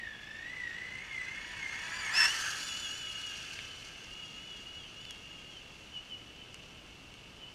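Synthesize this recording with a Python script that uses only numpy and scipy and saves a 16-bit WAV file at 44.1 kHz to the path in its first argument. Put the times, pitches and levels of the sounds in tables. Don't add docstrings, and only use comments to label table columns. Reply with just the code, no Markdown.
import sys
import numpy as np
from scipy import signal
from scipy.fft import rfft, irfft
from scipy.io import wavfile
from scipy.ndimage import uniform_filter1d

SR = 44100
rng = np.random.default_rng(int(sys.argv[2]) if len(sys.argv) > 2 else 0)


def inscribe(sig):
    pcm = np.round(np.clip(np.atleast_2d(sig).T, -1, 1) * 32767)
    wavfile.write(sys.argv[1], SR, pcm.astype(np.int16))


N = 332514
TIME = np.arange(N) / SR
BINS = np.fft.rfftfreq(N, 1 / SR)

# frequency in Hz, gain in dB.
BODY_GAIN = [(850, -21), (1030, -2), (1180, -15.5), (1300, -5.5), (1430, -20), (1580, -12), (1670, -15.5),
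             (1790, -5), (1920, -1.5), (2150, -6), (2300, -30), (2500, -20), (2700, -13), (2890, -0.5),
             (3020, -7), (3150, -21.5), (3300, -15.5), (3550, -14.5)]
# start, end, attack and release, all in seconds.
PUDDLE_SPELL = (3.15, 3.58, 0.15, 0.073)

PINION_TEETH, SPUR_TEETH, MOTOR_SLOTS = 14, 69, 12
PASS_S, CLOSEST_M, DRIVE_M_PER_S = 2.3, .5, 2


def motor_speed():
    # time in seconds, mesh pitch in Hz.
    speed_curve = [(0, 1910), (.165, 1678), (.415, 1828), (.555, 2040), (.705, 1856), (.845, 2023),
                   (.96, 2050), (1.08, 2238), (1.205, 1979), (1.53, 2304), (1.675, 2089), (1.99, 2377),
                   (2.09, 2127), (2.17, 2696), (2.255, 2658), (2.34, 3100), (2.585, 3296), (2.665, 3554),
                   (2.735, 3350), (2.81, 3543), (2.885, 3274), (2.97, 3512), (3.125, 3310), (3.235, 3404),
                   (3.36, 3240), (3.745, 3013), (4.045, 3166), (4.19, 3380), (4.32, 3250), (4.475, 3474),
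                   (4.595, 3270), (4.77, 3424), (4.88, 3070), (5.06, 3560), (5.13, 3230), (5.35, 3320),
                   (5.415, 3204), (5.5, 3353), (5.58, 3036), (5.655, 3224), (5.91, 3130), (5.98, 2898),
                   (6.07, 3196), (6.15, 2900), (6.32, 3200), (6.435, 3010), (6.5, 3094), (6.92, 3090),
                   (7.03, 3200), (7.39, 3110), (7.45, 2952), (7.54, 3085)]
    seconds, hz = np.transpose(speed_curve)
    smooth_hz = uniform_filter1d(np.interp(TIME, seconds, hz), 1300)
    return smooth_hz * (1 + 0.001986 * wander(15.6))


def pinion(mesh_hz, teeth_passed):
    # frequency in Hz, relative gain in dB.
    overtone_gain = [(3500, 23), (4400, -10), (4800, 4.5), (5370, 13.5), (5800, 0.5), (6900, 0.5),
                     (7500, 5), (8100, 0), (8800, -9.5), (10400, -13), (11500, -25), (13500, -28)]
    front_load_db, rear_load_db, overtone_load_db = 8.5, 15.5, 3
    db_per_order, slow_db, backlash_rad = -1, -11, 0.21

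    angle = 2 * np.pi * teeth_passed + 0.47 * wander(103)
    slack = np.interp(mesh_hz, [2050, 2400], [1, .5])
    bite = throb(teeth_passed, once=.25 * slack, twice=.55 * slack, ragged_db=1.6)

    load = tooth_load(mesh_hz)
    load_db = load * (front_load_db + (rear_load_db - front_load_db) * facing(PASS_S))
    body_db = heard(front_db=-35.0, rear_db=-39, falloff=0.48, punch_db=15.0, turn_s=2.54)
    open_db = heard(front_db=-43.5, rear_db=-55, falloff=2.7, punch_db=0, turn_s=2.06)
    path_gain = gain_of(body_db) * colour(BODY_GAIN, mesh_hz) + gain_of(open_db)
    tone = gain_of(load_db) * path_gain * np.cos(angle)

    overtones = 0
    for k in range(2, 5):
        flutter = swell(4.5, 14) * swell(3, 80)
        backlash = backlash_rad * (mesh_hz / mesh_hz[0]) ** 1.4 * wander(90)
        level = gain_of(db_per_order * (k - 2)) * colour(overtone_gain, k * mesh_hz)
        overtones += level * flutter * np.cos(k * (angle + backlash))
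    speed_db = np.interp(mesh_hz, [1750, 2050], [slow_db, 0])
    overtones_db = heard(front_db=-49, rear_db=-46.0, falloff=1.305, punch_db=5.5, turn_s=2.39)
    overtones_db = overtones_db + speed_db + overtone_load_db * load
    return np.sqrt(2) * bite * (tone + gain_of(overtones_db) * overtones)


def tooth_load(mesh_hz):
    knee_hz_per_s, lag_s = 3360, 0.015
    slowing = np.maximum(-np.gradient(mesh_hz) * SR, 0)
    keep = np.exp(-1 / (lag_s * SR))
    return signal.lfilter([1 - keep], [1, -keep], np.tanh(slowing / knee_hz_per_s))


def throb(teeth_passed, once, twice, ragged_db):
    angle = 2 * np.pi * teeth_passed / SPUR_TEETH
    return evened(np.exp(once * np.cos(angle) + twice * np.cos(2 * angle)) * swell(ragged_db, 210))


def motor(mesh_hz, teeth_passed):
    # multiple of the mesh pitch, relative level in dB.
    low_tones = [(.387, 0.5), (.43, -1), (0.469, -11.5)]
    slot_ratio = MOTOR_SLOTS / PINION_TEETH
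    slots_db = heard(front_db=-46, rear_db=-36, falloff=0.62, punch_db=-2, turn_s=2.704)
    slot_tone = np.cos(2 * np.pi * teeth_passed * slot_ratio + 0.28 * wander(65))
    slots = colour(BODY_GAIN, mesh_hz * slot_ratio) * gain_of(slots_db) * slot_tone

    gears = 0
    for ratio, db in low_tones:
        tone = np.cos(2 * np.pi * ratio * teeth_passed + 0.71 * wander(54))
        gears += gain_of(db) * colour(BODY_GAIN, ratio * mesh_hz) * tone
    gears_db = heard(front_db=-47, rear_db=-46.5, falloff=0.77, punch_db=-7, turn_s=2.19)
    return np.sqrt(2) * (slots + gain_of(gears_db) * gears) * swell(1.73, 81)


def rattle(teeth_passed):
    # frequency in Hz, width in Hz, relative level in dB from the
    # front, relative level in dB from behind.
    chassis_modes = [(974, 92, -9, -16), (1083, 130, -1, -15), (1363, 123, 1, 5), (1581, 152, -4.5, 11),
                     (1660, 150, 1, 5.5), (1762, 164, 9, -11)]
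    shell_modes = [(2251, 128, 3, 0), (2531, 205, 3, -1), (2677, 120, 5, 6), (2860, 147, 4, 8),
                   (3390, 174, 0, -1)]
    puddle_db = 4 * spell(*PUDDLE_SPELL)

    behind = facing(2.377)
    bite = throb(teeth_passed, once=0.14, twice=0.039, ragged_db=2.0)
    buzz = gain_of(-11.0 - 4.1 * behind) * shaft_buzz(teeth_passed)
    chassis_drive = bite * (impacts(4000, spread_db=1.2) + buzz)
    shell_drive = bite * (impacts(3500, spread_db=1.5) + gain_of(-3) * buzz)
    chassis = ring(chassis_drive, chassis_modes, behind)
    shell = ring(shell_drive, shell_modes, behind)

    chassis_db = heard(front_db=-36.5, rear_db=-44.0, falloff=1.13, punch_db=8.0, turn_s=2.552) + puddle_db
    shell_db = heard(front_db=-43.0, rear_db=-42.5, falloff=0.6, punch_db=8.5, turn_s=2.2) + puddle_db
    return gain_of(chassis_db) * chassis + gain_of(shell_db) * shell


def shaft_buzz(teeth_passed):
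    angle = 2 * np.pi * teeth_passed / PINION_TEETH
    buzz = 0
    for k in range(4, 22):
        if k in (MOTOR_SLOTS, PINION_TEETH):
            continue
        phase = 0.5 * wander(30) + 2 * np.pi * rng.random()
        buzz += swell(11.6, 19) * np.cos(k * angle + phase)
    return evened(buzz)


def ring(drive, modes, behind):
    out, spectrum = np.zeros(N), rfft(drive)
    for hz, width, front_db, rear_db in modes:
        band = irfft(spectrum / (1 + 1.3j * (BINS - hz) / width) ** 2, N)
        out += band * gain_of(front_db + behind * (rear_db - front_db))
    return evened(out)


def tyres():
    # frequency in Hz, relative level in dB.
    spray_colour = [(450, -12.5), (900, -9), (3700, -8), (4300, 5.5), (4550, 2), (4780, 6), (5150, -4.5),
                    (5650, 5.5), (6300, -2), (7000, -2), (7800, -9.5), (9500, -16), (11300, -25.5),
                    (12600, -26.5), (15000, -37)]
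    grit = rfft(impacts(9000, spread_db=2.0) * gain_of(1.6 * wander(57)))
    spray = evened(irfft(grit * colour(spray_colour, BINS), N))
    fizz = evened(signal.lfilter(*signal.butter(2, 9000, "highpass", fs=SR), spray))
    spray_db = heard(front_db=-44.5, rear_db=-38.5, falloff=1.053, punch_db=9.5, turn_s=2.3)
    spray_db = spray_db + 3.0 * spell(*PUDDLE_SPELL)
    fizz_db = -3.5 + 0.34 * (spray_db - spray_db.max())
    return gain_of(spray_db) * (spray + gain_of(fizz_db) * fizz)


def knocks():
    # time in seconds, peak level in dB, pitch of the crack in Hz, its width in octaves.
    blows = [(3.590, -27, 2500, .6), (4.045, -35, 4500, 1), (5.052, -33, 3000, 1), (5.1086, -28, 4900, 1.6),
             (5.1605, -39, 3000, 1), (6.544, -34, 4800, 1.4), (7.1405, -40, 4500, 1.3)]
    # frequency in Hz, relative level in dB, 60 dB decay in seconds.
    plastic_modes = [(2240, 22.5, 0.015), (2580, -27, 0.019), (2850, 30, 0.018), (4070, -30, 0.023)]
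    crack_s, ring_db = .001, -1

    out, t = np.zeros(N), np.arange(2048) / SR
    body = sum(gain_of(db - 60 * t / t60) * np.sin(2 * np.pi * hz * t) for hz, db, t60 in plastic_modes)
    for start_s, db, hz, octaves in blows:
        half_width = 2 ** (octaves / 2)
        band = signal.butter(2, [hz / half_width, hz * half_width], "bandpass", fs=SR)
        crack = signal.lfilter(*band, rng.standard_normal(len(t)) * np.exp(-t / crack_s))
        blow = gain_of(ring_db) * body / abs(body).max() + crack / abs(crack).max()
        out[round(start_s * SR):][:len(t)] += gain_of(db) * blow / abs(blow).max()
    return out


def trees(x):
    t60, wet_db, echoes_per_s = 0.99, -11, 1500
    t = np.arange(SR) / SR
    sparse = rng.standard_normal(SR) * (rng.random(SR) < echoes_per_s / SR)
    taps = sparse * (t > .008) * gain_of(-60 * t / t60)
    tail = signal.lfilter(*signal.butter(1, 5000, fs=SR), taps / np.linalg.norm(taps))
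    return gain_of(wet_db) * signal.fftconvolve(x, tail)[:N]


def hush():
    # frequency in Hz, relative level in dB.
    air_colour = [(15, -10), (30, -1.5), (60, 0.5), (120, -0.5), (250, -4.5), (500, -8.5), (1000, -13),
                  (2000, -16), (4000, -18.5), (8000, -28.5), (12000, -37), (15000, -40)]
    air = irfft(rfft(rng.standard_normal(N)) * colour(air_colour, BINS), N)
    return gain_of(-55.5) * evened(air)


def heard(front_db, rear_db, falloff, punch_db, turn_s):
    # start, end, attack and release, all in seconds.
    punch_spell = (2.127, 2.255, 0.015, 0.017)
    side_db = front_db + (rear_db - front_db) * facing(turn_s)
    return side_db + falloff * nearness_db() + punch_db * spell(*punch_spell)


def nearness_db():
    return -20 * np.log10(np.hypot(1, DRIVE_M_PER_S * (TIME - PASS_S) / CLOSEST_M))


def facing(turn_s, over_s=0.045):
    return .5 + .5 * np.tanh((TIME - turn_s) / over_s)


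def spell(start, end, attack, release):
    rise = 1 - np.exp(-np.maximum(TIME - start, 0) / attack)
    return rise * np.exp(-np.maximum(TIME - end, 0) / release)


def impacts(per_s, spread_db):
    size = gain_of(spread_db * np.minimum(rng.exponential(1, N), 5)) * rng.choice([-1, 1], N)
    return evened(size * (rng.random(N) < per_s / SR))


def wander(rate_hz):
    size = 8192
    steps = np.linspace(0, N / SR, size)
    lowpass = 1 / (1 + (np.fft.rfftfreq(size, steps[1]) / rate_hz) ** 4)
    slow = irfft(rfft(rng.standard_normal(size)) * lowpass)
    return evened(np.interp(TIME, steps, slow))


def swell(db, rate_hz):
    return evened(gain_of(db * np.tanh(wander(rate_hz))))


def colour(points, hz):
    f, db = np.transpose(points)
    return gain_of(np.interp(np.log(hz + 1), np.log(f), db))


def gain_of(db):
    return 10 ** (np.asarray(db) / 20)


def evened(x):
    return x / np.sqrt(np.mean(x ** 2) + 1e-20)


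def scene():
    mesh_hz = motor_speed()
    teeth_passed = np.cumsum(mesh_hz) / SR
    gears = pinion(mesh_hz, teeth_passed) + motor(mesh_hz, teeth_passed)
    truck = gears + rattle(teeth_passed) + tyres() + knocks()
    echo_db = np.minimum(-5.5 - 0.75 * nearness_db(), 1.5)
    return (truck + trees(truck * gain_of(echo_db)) + hush())[None]


def record(dry):
    lowpass = signal.firwin(511, 15250, window=("kaiser", 9), fs=SR)
    return signal.oaconvolve(dry, lowpass[None], "same")


dry = scene()
out = record(dry)
inscribe(out)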